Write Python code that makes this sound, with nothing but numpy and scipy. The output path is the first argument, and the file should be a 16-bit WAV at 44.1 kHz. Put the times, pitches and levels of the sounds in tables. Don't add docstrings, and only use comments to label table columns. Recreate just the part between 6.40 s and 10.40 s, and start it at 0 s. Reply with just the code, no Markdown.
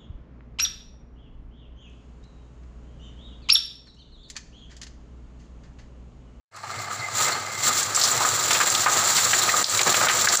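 import sys
import numpy as np
from scipy import signal
from scipy.fft import rfft, irfft
from scipy.io import wavfile
from scipy.ndimage import uniform_filter1d, minimum_filter1d

SR = 44100
rng = np.random.default_rng(int(sys.argv[2]) if len(sys.argv) > 2 else 0)


def inscribe(sig):
    pcm = np.round(np.clip(np.atleast_2d(sig).T, -1, 1) * 32767)
    wavfile.write(sys.argv[1], SR, pcm.astype(np.int16))


N = 176400
T = np.arange(N) / SR

# t/s, level/dB (levels in all tables are relative)
SCRAPE_LEVELS = [(.2, -49), (.43, -36), (.49, -45), (.53, -30), (.6, -42), (.71, -39.5), (.77, -24.5),
                 (.83, -20), (.89, -28), (.94, -33), (1.0, -38), (1.09, -37.5), (1.21, -31.5), (1.24, -22),
                 (1.28, -17.5), (1.31, -29.5), (1.39, -18), (1.45, -28), (1.53, -32.5), (1.6, -23),
                 (1.82, -24.5), (1.95, -25), (2.14, -22), (2.42, -23), (2.56, -23.5), (2.78, -20),
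                 (2.86, -21), (3.2, -23.5), (3.38, -20.5), (3.5, -22), (3.65, -22), (3.95, -21)]
# f/Hz, level/dB
SCRAPE_TONE = [(300, -32), (1200, -11.5), (2900, -14.5), (4300, -5), (5200, -12), (6150, -5.5),
               (6550, -10.5), (7000, -1), (7450, 0.5), (8050, -10.5), (9100, -21.5), (10300, -20.5),
               (12200, -32), (13800, -24.5), (14700, -17), (15600, -16.5)]
# t/s, level/dB
SHUDDER_LEVELS = [(0.2, -47), (0.36, -36), (0.73, -39), (0.82, -24.5), (1.03, -33.5), (1.19, -36.0),
                  (1.28, -24.5), (1.37, -32.5), (1.6, -31), (1.74, -27), (1.83, -26.5), (1.9, -28.5),
                  (2.14, -26), (2.4, -27.5), (2.56, -24), (2.84, -28.5), (3.06, -26), (3.36, -27.5),
                  (3.47, -21), (3.57, -26), (3.63, -21), (3.75, -26.5), (3.93, -25.5)]
# f/Hz, level/dB
SHUDDER_TONE = [(30, -26), (60, -23.5), (125, -4), (170, -6), (240, -6.5), (310, -9.5), (420, -6.5),
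                (550, -1.5), (800, -1), (1050, -2.5), (1600, 0), (2200, -4.5), (3000, -11.5), (6000, -15),
                (16000, -71)]
# f/Hz, width/Hz, level/dB
SHEET_NOTES = [(371, 40, 0), (1244, 55, 10)]
# t/s, level/dB, centre f/Hz, width/octaves, decay/s
BUCKLES = [(.163, -32, 5860, 0.66, 0.0052), (.92, -22, 4330, 0.057, 0.026), (1.378, -17, 6000, .5, 0.011),
           (1.429, -15, 6750, 0.36, 0.0057), (1.547, -15.5, 6300, 0.43, 0.015),
           (1.561, -10.5, 7500, 0.067, .009), (1.613, -12.5, 4740, 0.31, 0.013),
           (1.636, -9, 5540, 0.45, .012), (1.714, -13, 7400, 0.1, .01), (1.805, -19, 1020, 0.67, 0.065),
           (1.849, -10, 1400, 0.44, 0.0046), (1.889, -11.5, 7200, 0.15, .002),
           (2.107, -11.5, 2190, 1.6, 0.011), (2.131, -13, 5450, 0.67, 0.0041),
           (2.148, -16, 2130, 1.2, 0.017), (2.202, -11.5, 1430, 0.91, 0.0063),
           (2.209, -13, 1700, 0.96, 0.015), (2.301, -2, 6900, 0.35, 0.0013),
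           (2.35, -6.5, 4200, 0.57, 0.0024), (2.461, -5, 1260, 0.8, 0.013),
           (2.521, -16.5, 6860, 0.15, .018), (2.766, -15, 4570, 0.87, 0.016),
           (2.783, -18, 1540, 0.69, 0.018), (2.932, -5.5, 1780, 0.78, 0.0077),
           (3.016, -18.5, 3930, 0.099, .015), (3.091, -13, 1960, 0.26, 0.0095),
           (3.14, -9.5, 1250, 0.12, 0.0056), (3.243, 7, 4600, 0.43, .0016),
           (3.297, -5.5, 7240, 0.2, 0.0023), (3.392, -3.5, 2450, 0.95, 0.0033),
           (3.432, -4.5, 6740, 0.2, 0.002), (3.462, -19.5, 1180, 0.83, 0.015),
           (3.543, -7, 1840, 1.6, 0.0065), (3.612, -14, 1300, 0.85, 0.0085),
           (3.671, -10, 1450, 0.45, 0.003), (3.685, -8, 2380, 1.2, 0.013), (3.698, -4, 1600, 0.58, 0.0049),
           (3.873, -1.5, 1610, .4, 0.0048), (3.886, -6.5, 5100, 0.45, 0.0087), (3.971, 0, 6800, 0.26, .003)]
# f/Hz, width/Hz, level/dB
GEAR_NOTES = [(724, 52, -8.5), (881, 84, -7.5), (1200, 123, 0.5), (1613, 86, -7.5), (2060, 70, -14),
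              (4220, 310, -12), (6400, 38, -25), (7700, 300, -22)]
# t/s, level/dB
SQUEAL_LEVELS = [(.25, -56), (.33, -39), (.42, -35), (.53, -48.5), (.64, -29.5), (.72, -43), (.83, -29),
                 (1.03, -42), (1.15, -33), (1.3, -34), (1.6, -58)]
# t/s, level/dB
FRAME_THUMPS = [(.365, -29), (0.589, -31), (.73, -33), (1.18, -35), (1.289, -36), (1.465, -31),
                (1.768, -28.5), (1.92, -32), (2.319, -30), (2.565, -32), (3.333, -32)]
# f/Hz, level/dB
HUM_NOTES = [(100, -45.5), (200, -60)]
# f/Hz, level/dB
RUMBLE_TONE = [(20, -50), (45, -33), (75, -9), (110, 3), (135, 6.5), (165, -8.5), (220, -11), (300, -18),
               (1000, -34), (4000, -66)]
# t/s, level/dB
FADE_LEVELS = [(.108, -70), (.115, -26), (.16, -10.5), (.3, -5.5)]


def scrape(gain_db=4.45, fizz_hz=8700, fizz_full_db=-33):
    grit = rattle(hits_per_s=2200, spread_db=2.8, decay_s=0.0047, burst_db=1.9, slips_per_s=60)
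    grit = unit(colour(grit, SCRAPE_TONE))
    level_db = curve(SCRAPE_LEVELS)
    dull = signal.sosfiltfilt(signal.butter(6, fizz_hz, fs=SR, output="sos"), grit)
    fizz = (grit - dull) * amp(0.15 * (level_db - fizz_full_db))
    return amp(gain_db + level_db) * (dull + fizz)


def shudder(gain_db=2.98):
    knocks = rattle(hits_per_s=1000, spread_db=2.1, decay_s=0.008, burst_db=1.7, slips_per_s=45)
    knocks = colour(knocks, SHUDDER_TONE)
    ring = sum(amp(db) * resonate(knocks, hz, width) for hz, width, db in SHEET_NOTES)
    return amp(gain_db + curve(SHUDDER_LEVELS)) * unit(knocks + ring)


def clanks(rise_s=0.0004, tail_db=-20.5, tail_s=0.042):
    out = np.zeros(N + SR)
    t = np.arange(8192) / SR
    hz = np.fft.rfftfreq(len(t), 1 / SR) + 1
    for start, db, centre, octaves, decay in BUCKLES:
        distance = np.log2(hz / centre) / octaves
        cluster = np.minimum(centre / hz, 1) ** 0.5 / (1 + distance ** 2 / 2) ** 2
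        ring = irfft(rfft(rng.standard_normal(len(t))) * cluster)
        ring /= np.sqrt(uniform_filter1d(ring ** 2, size=110) + 1e-12)
        rise = np.minimum(t / rise_s, 1)
        fall = np.exp(-t / decay) + amp(tail_db) * np.exp(-t / tail_s)
        at = round(start * SR)
        out[at:at + len(t)] += amp(db) * ring * rise * fall
    note_hz, width_hz, _ = SHEET_NOTES[-1]
    return out[:N] + resonate(out[:N], note_hz, width_hz)


def gears(gain_db=-32):
    teeth = rattle(hits_per_s=900, spread_db=2, decay_s=0.003, burst_db=1.6, slips_per_s=22)
    ring = sum(amp(db + 4 * wander(18)) * resonate(teeth, hz, width) for hz, width, db in GEAR_NOTES)
    band = signal.butter(3, [280, 8200], "band", fs=SR, output="sos")
    return amp(gain_db) * unit(signal.sosfilt(band, ring))


def squeal(hz=2082, width_hz=120):
    rubbing = resonate(rng.standard_normal(N), hz, width_hz)
    note = resonate(rubbing, hz, width_hz)
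    return amp(curve(SQUEAL_LEVELS)) * unit(note)


def thumps(hz=111.3, rise_s=0.012):
    out = np.zeros(N)
    for start, db in FRAME_THUMPS:
        t = np.maximum(T - start, 0)
        swell = t / rise_s * np.exp(1 - t / rise_s)
        out += amp(db) * swell * np.sin(2 * np.pi * hz * t)
    return out


def motor(rumble_db=-48, usual_load_db=-34):
    sway = 0.076 * wander(4)
    hum = sum(amp(db) * np.sqrt(2) * np.sin(2 * np.pi * hz * T + sway) for hz, db in HUM_NOTES)
    lumps = colour(rng.standard_normal(N) * amp(3.9 * wander(14)), RUMBLE_TONE)
    extra_load_db = curve(SHUDDER_LEVELS) - usual_load_db
    return hum + amp(rumble_db + 0.28 * extra_load_db) * unit(lumps)


def rattle(hits_per_s, spread_db, decay_s, burst_db, slips_per_s, spots=24, slip_decay_s=0.012):
    sizes = amp(spread_db * np.minimum(rng.exponential(1, N), 4))
    hits = sizes * (rng.random(N) < hits_per_s / SR)
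    slip_starts = rng.random(N) < slips_per_s / SR
    slips = signal.lfilter([1], [1, -np.exp(-1 / (slip_decay_s * SR))], slip_starts)
    bursts = amp(burst_db * 2 * np.tanh(unit(slips - slips.mean()) / 2))
    hits = hits * bursts * rng.choice([-1, 1], N)
    spot = rng.integers(0, spots, N)
    t = np.arange(2048) / SR
    rings = rng.standard_normal((spots, len(t))) * np.exp(-t / decay_s)
    return unit(sum(signal.oaconvolve(hits * (spot == k), unit(rings[k]))[:N] for k in range(spots)))


def resonate(x, hz, width_hz):
    fade = np.exp(-np.pi * width_hz / SR)
    return 2 * signal.lfilter([1 - fade], [1, -fade * np.exp(2j * np.pi * hz / SR)], x).real


def colour(x, tone):
    hz, db = np.transpose(tone)
    grid_hz = abs(np.fft.fftfreq(4096, 1 / SR)) + 1
    log_gain = np.log(amp(np.interp(np.log(grid_hz), np.log(hz), db)))
    response = np.exp(np.conj(signal.hilbert(log_gain)))
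    return signal.oaconvolve(x, np.fft.ifft(response).real)[:N]


def wander(rate_hz):
    hz = np.fft.rfftfreq(N, 1 / SR)
    spectrum = rfft(rng.standard_normal(N))
    return unit(irfft(spectrum * hz / (hz + 3) / (1 + (hz / rate_hz) ** 2), N))


def curve(points):
    return np.interp(T, *np.transpose(points))


def unit(x):
    return x / np.sqrt(np.mean(x ** 2) + 1e-20)


def amp(db):
    return 10 ** (np.asarray(db) / 20)


def scene():
    return (scrape() + shudder() + clanks() + gears() + squeal() + thumps() + motor())[None]


def record(dry, ceiling_db=-10, look_ahead_s=0.013, recover_db_per_s=126, boost_db=1):
    ahead = int(look_ahead_s * SR)
    level_db = 10 * np.log10(abs(uniform_filter1d(dry[0] ** 2, size=80)) + 1e-12)
    excess_db = np.maximum(level_db - ceiling_db, 0)
    coming_db = -minimum_filter1d(-excess_db, ahead, origin=-(ahead // 2))
    recovery_db = T * recover_db_per_s
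    dip_db = uniform_filter1d(np.maximum.accumulate(coming_db + recovery_db) - recovery_db, size=64)
    bass_cut = signal.butter(2, 42, "high", fs=SR, output="sos")
    treble_cut = signal.firwin(1201, 15500, window=("kaiser", 9), fs=SR)
    out = signal.sosfilt(bass_cut, dry) * amp(curve(FADE_LEVELS) + boost_db - dip_db)
    return signal.oaconvolve(out, treble_cut[None], "same")


dry = scene()
out = record(dry)
inscribe(out)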